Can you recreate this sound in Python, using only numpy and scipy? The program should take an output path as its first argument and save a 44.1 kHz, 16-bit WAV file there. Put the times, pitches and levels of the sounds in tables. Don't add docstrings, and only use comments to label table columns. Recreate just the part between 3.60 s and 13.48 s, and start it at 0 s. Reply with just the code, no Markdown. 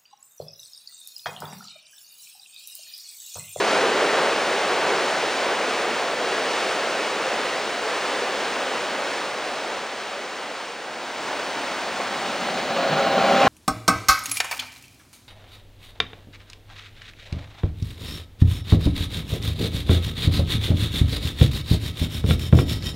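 import sys
import numpy as np
from scipy import signal
from scipy.fft import rfft, irfft
from scipy.io import wavfile
from scipy.ndimage import uniform_filter1d

SR = 44100
rng = np.random.default_rng(int(sys.argv[2]) if len(sys.argv) > 2 else 0)


def transcribe(u):
    v = np.clip(np.atleast_2d(u).T, -1, 1)
    q = np.round(v * 32767).astype(np.int16)
    wavfile.write(sys.argv[1], SR, q)


N = 435703
TIME = np.arange(N) / SR
FREQ = np.maximum(np.fft.rfftfreq(N, 1 / SR), 1)
FREIGHT_LEAVES_S, LOCO_IN_S = 7.11, 9.01


# (frequency [Hz], level [dB])
ROAR_EQ = [(30, -30), (80, -28.5), (120, -24.5), (190, -12), (290, -7), (400, -3.5), (520, 1), (760, -1.2),
           (1000, -4), (1500, -6), (2500, -13.5), (5000, -34), (12000, -60)]
# (frequency [Hz], level [dB])
RAIL_HISS_EQ = [(200, -25), (900, -3), (1600, 1), (2800, 0), (4500, -5), (7000, -12.5), (9800, -20.5),
                (11500, -35.5), (14300, -53), (15200, -60)]
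# (frequency [Hz], level [dB])
WAGON_BOOM_EQ = [(180, -26), (280, -16), (340, 0), (440, 4.5), (520, -0.5), (800, -39)]
# (time [s], half length [s], level change [dB])
RUSH_SWELLS = [(0.46, 0.27, 1.2), (0.86, .13, -1), (1.36, 0.15, 1), (1.7, 0.15, -0.8), (2.55, 0.18, -2),
               (2.92, 0.3, 0.7), (4.12, 0.17, -2), (4.5, .2, 0.3), (5.4, .15, 0.5), (6.45, 0.22, -1.1),
               (7.24, .14, -2)]

def freight(roar_db=-24, hiss_db=-30, boom_db=-28, doubling_s=4.48, fade_db_per_s=17):
    receding_db = -20 * np.log10(1 + TIME / doubling_s)
    fader_db = receding_db + sum(db * bell(s, half) for s, half, db in RUSH_SWELLS)
    roar = noise(colour(ROAR_EQ), band=(250, 900))
    hiss = noise(colour(RAIL_HISS_EQ), band=(2500, 9000))
    roar *= undb(roar_db + fader_db + 0.5 * walk(14))
    hiss *= undb(hiss_db + 0.7 * fader_db + 0.46 * walk(12))
    boom = noise(colour(WAGON_BOOM_EQ)) * undb(boom_db + 1.98 * fader_db + 1.5 * walk(18))
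    return (roar + hiss + boom) * undb(-fade_db_per_s * since(FREIGHT_LEAVES_S))


# (frequency [Hz], level [dB])
ROLLING_EQ = [(60, -43), (250, -29), (400, -6.5), (460, -9), (550, -2), (720, -3.5), (810, -6),
              (890, -11.5), (1300, -10.5), (1800, -15), (3000, -23.5), (8000, -63)]
# (frequency [Hz], level [dB])
WHEEL_HISS_EQ = [(400, -20), (1200, -20), (2400, -0.5), (3400, -2), (4100, -2.5), (5000, -9), (7000, -15.5),
                 (10000, -31), (14500, -34), (15500, -60)]
# (frequency [Hz], level [dB])
BODY_RUMBLE_EQ = [(25, -32), (70, -22), (110, -16.5), (150, -7), (200, 2.5), (255, -0.5), (310, -5.5),
                  (400, -15), (1000, -60)]

def locomotive(roll_db=-18.3, hiss_db=-26, rumble_db=-25.6, shake_db=0.85, arrives_s=9.15):
    near_db = approach_db(fade_db_per_s=6.5)
    ring = wheel_ring()
    roll = noise(colour(ROLLING_EQ) * ring, band=(450, 1000))
    hiss = noise(colour(WHEEL_HISS_EQ) * ring, band=(1800, 5000))
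    rumble = noise(colour(BODY_RUMBLE_EQ), band=(100, 280))
    step_db = -5 * (1 - ramp(arrives_s, arrives_s + 0.048))
    roll *= undb(roll_db + 1.08 * near_db + step_db)
    hiss *= undb(hiss_db + 1.24 * near_db)
    rumble *= undb(rumble_db + 1.4 * near_db)
    return (roll + hiss) * undb(shake_db * walk(60)) + rumble


# (frequency [Hz], width [Hz], boost [dB])
WHEEL_RESONANCES = [(544, 24, 3), (673, 22, 4.5), (1084, 50, 5), (1325, 60, 4), (1436, 31, 5.5),
                    (1650, 40, 5.5), (2380, 90, 2.5), (2900, 150, 2), (6800, 400, 2)]

def wheel_ring():
    return undb(sum(db / (1 + (2 * (FREQ - hz) / width) ** 2) for hz, width, db in WHEEL_RESONANCES))


def approach_db(fade_db_per_s, speed_m_s=18.3, aside_m=8, passes_s=10.09):
    distance_m = np.hypot(speed_m_s * (passes_s - TIME), aside_m)
    return 20 * np.log10(aside_m / distance_m) - fade_db_per_s * np.maximum(LOCO_IN_S - TIME, 0)


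# (pitch [Hz], entry [s], swell start [s], swell length [s],
# swell depth [dB], level at the closest point [dB], waver [share of pitch])
DRIVE_NOTES = [(785, 8.1, 9.27, 0.13, 11, -22.3, 0.0045), (551, 8.45, 9.16, .04, 7.5, -25, 0.007)]

def drive(near_throb_db=1.3, far_throb_db=2.5, fade_in_s=0.4):
    near_db = approach_db(fade_db_per_s=-3)
    throb_db = near_throb_db + (far_throb_db - near_throb_db) * (1 - ramp(7.9, 9.3))
    out = np.zeros(N)
    for hz, entry_s, swell_s, length_s, swell_db, db, waver in DRIVE_NOTES:
        level_db = db + near_db - swell_db * (1 - ramp(swell_s, swell_s + length_s))
        out += whine(hz, level_db, waver, throb_db) * ramp(entry_s, entry_s + fade_in_s)
    return out


def whine(hz, level_db, waver, throb_db):
    phase = 2 * np.pi * np.cumsum(hz * (1 + waver * walk(25))) / SR
    return np.sqrt(2) * np.sin(phase) * undb(level_db + throb_db * walk(28))


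# (time [s], level [dB], 60 dB decay [s])
WHEEL_HITS = [(3.004, -20, .063), (8.398, -20.5, 0.1), (8.885, -22, .07), (9.161, -25, .2),
              (9.578, -17, 0.11), (9.62, -17, 0.09), (9.829, -12, 0.05), (9.851, -18, 0.046),
              (9.868, -12, .1)]

def knocks(attack_s=0.002):
    envelope = np.zeros(N)
    for s, db, t60 in WHEEL_HITS:
        envelope += undb(db - 60 * since(s) / t60) * ramp(s, s + attack_s)
    return envelope * noise(colour(ROLLING_EQ) * wheel_ring())


# (time [s], pitch [Hz], level [dB], 60 dB decay [s])
AXLE_HITS = [(9.295, 152, -23.5, 0.34), (9.55, 185, -24, 0.26)]

def thuds(attack_s=0.027, rattle_db=-4, rattle_hz=175, rattle_width_hz=80):
    rattle_band = np.exp(-(2 * (FREQ - rattle_hz) / rattle_width_hz) ** 2)
    rattle = noise(rattle_band) * undb(rattle_db)
    out = np.zeros(N)
    for s, hz, db, t60 in AXLE_HITS:
        ring = np.sqrt(2) * np.sin(2 * np.pi * hz * since(s))
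        out += (ring + rattle) * ramp(s, s + attack_s) * undb(db - 60 * since(s) / t60)
    return out


# (frequency [Hz], level [dB])
FLANGE_EQ = [(3300, -25), (3800, -8), (4080, 0), (4420, -4), (4750, -16), (5400, -28)]

def flanges(db=-40, chatter_db=0.5):
    pressure = ramp(8.7, 9.34) - ramp(9.7, 9.9)
    return noise(colour(FLANGE_EQ)) * pressure * undb(db + chatter_db * walk(20))


def bow_wave(db=-23):
    buffet = noise(colour([(15, -15), (45, -6), (90, -2), (190, 5), (260, 6), (450, -35)]))
    return buffet * undb(db) * ramp(9.83, 9.87)


# (frequency [Hz], level [dB])
WATER_EQ = [(30, -38), (90, -25), (160, -15), (250, -7), (450, -4.5), (740, -1), (1000, -4), (1500, -5),
            (2500, -9.5), (4500, -15), (7000, -22.5), (9800, -31), (11500, -43.5), (15000, -54)]
# (frequency [Hz], level [dB])
GUSH_EQ = [(200, -15), (420, 0), (700, -1), (1400, -6), (3000, -25)]

def stream(faced_db=-28, off_axis_db=-7.5, gush_db=-34, leaves_s=8.91, fade_db_per_s=14):
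    facing = ramp(0, 8.27) ** 2.2
    fader_db = faced_db + off_axis_db * (1 - facing) - fade_db_per_s * since(leaves_s)
    gush = noise(colour(GUSH_EQ)) * undb(gush_db) * bell(7.75, 0.09)
    water = noise(colour(WATER_EQ))
    surges_db = -0.18 * walk(5)
    splashes_db = 0.33 * walk(90)
    return water * undb(fader_db + surges_db + splashes_db) + gush


# (frequency [Hz], level [dB])
TAPE_GRAIN_EQ = [(200, -35), (600, -27), (1200, -15), (2500, 9), (6500, 2), (9500, -3), (11500, -8),
                 (15000, -16)]

def tape_grain(dry, db=-10):
    treble = signal.sosfilt(signal.butter(2, 4000, "high", fs=SR, output="sos"), dry[0])
    envelope = np.sqrt(np.abs(uniform_filter1d(treble ** 2, size=4096)))
    return np.array([noise(colour(TAPE_GRAIN_EQ)) for track in dry]) * envelope * undb(db)


def hum_and_whistle(mains_hz=50, line_scan_hz=15625, hum_db=-67.5, whistle_db=-62, rise_db=2):
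    hum = undb(hum_db) * np.sin(2 * np.pi * mains_hz * TIME)
    whistle = undb(whistle_db) * np.sin(2 * np.pi * line_scan_hz * TIME)
    return np.sqrt(2) * (hum + whistle) * undb(rise_db * ramp(FREIGHT_LEAVES_S, LOCO_IN_S))


def undb(db):
    return 10 ** (np.asarray(db) / 20)


def colour(points):
    hz, db = np.transpose(points)
    return undb(np.interp(np.log(FREQ), np.log(hz), db, left=-120, right=-120))


def noise(gain, band=(1, SR)):
    inside = (FREQ >= band[0]) & (FREQ <= band[1])
    return irfft(rfft(rng.standard_normal(N)) * gain, N) / np.sqrt(np.mean(gain ** 2 * inside))


def walk(rate_hz):
    hold = int(SR / rate_hz)
    steps = np.repeat(rng.standard_normal(N // hold + 1), hold)
    return 1.498 * uniform_filter1d(uniform_filter1d(steps, hold), hold)[:N]


def bell(s, half_s):
    return np.exp(-((TIME - s) / half_s) ** 2)


def ramp(start_s, end_s):
    return np.interp(TIME, [start_s, end_s], [0, 1])


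def since(s):
    return np.maximum(TIME - s, 0)


def scene():
    mix = freight() + stream() + locomotive() + drive() + flanges() + knocks() + thuds() + bow_wave()
    return np.array([mix, mix])


def record(dry, sag_db=-6.5, lag_samples=0.72, top_hz=15900):
    sag = undb(sag_db * (ramp(5.1, 7.18) - ramp(7.18, 7.7)))
    left, right = (dry + tape_grain(dry) + hum_and_whistle()) * sag
    taps = np.arange(-12, 13)
    lag = np.sinc(taps - lag_samples) * np.hanning(len(taps))
    right = np.convolve(right, lag / lag.sum(), "same")
    high_cut = signal.ellip(8, 0.2, 70, top_hz, fs=SR, output="sos")
    return signal.sosfilt(high_cut, [left, right])


dry = scene()
out = record(dry)
transcribe(out)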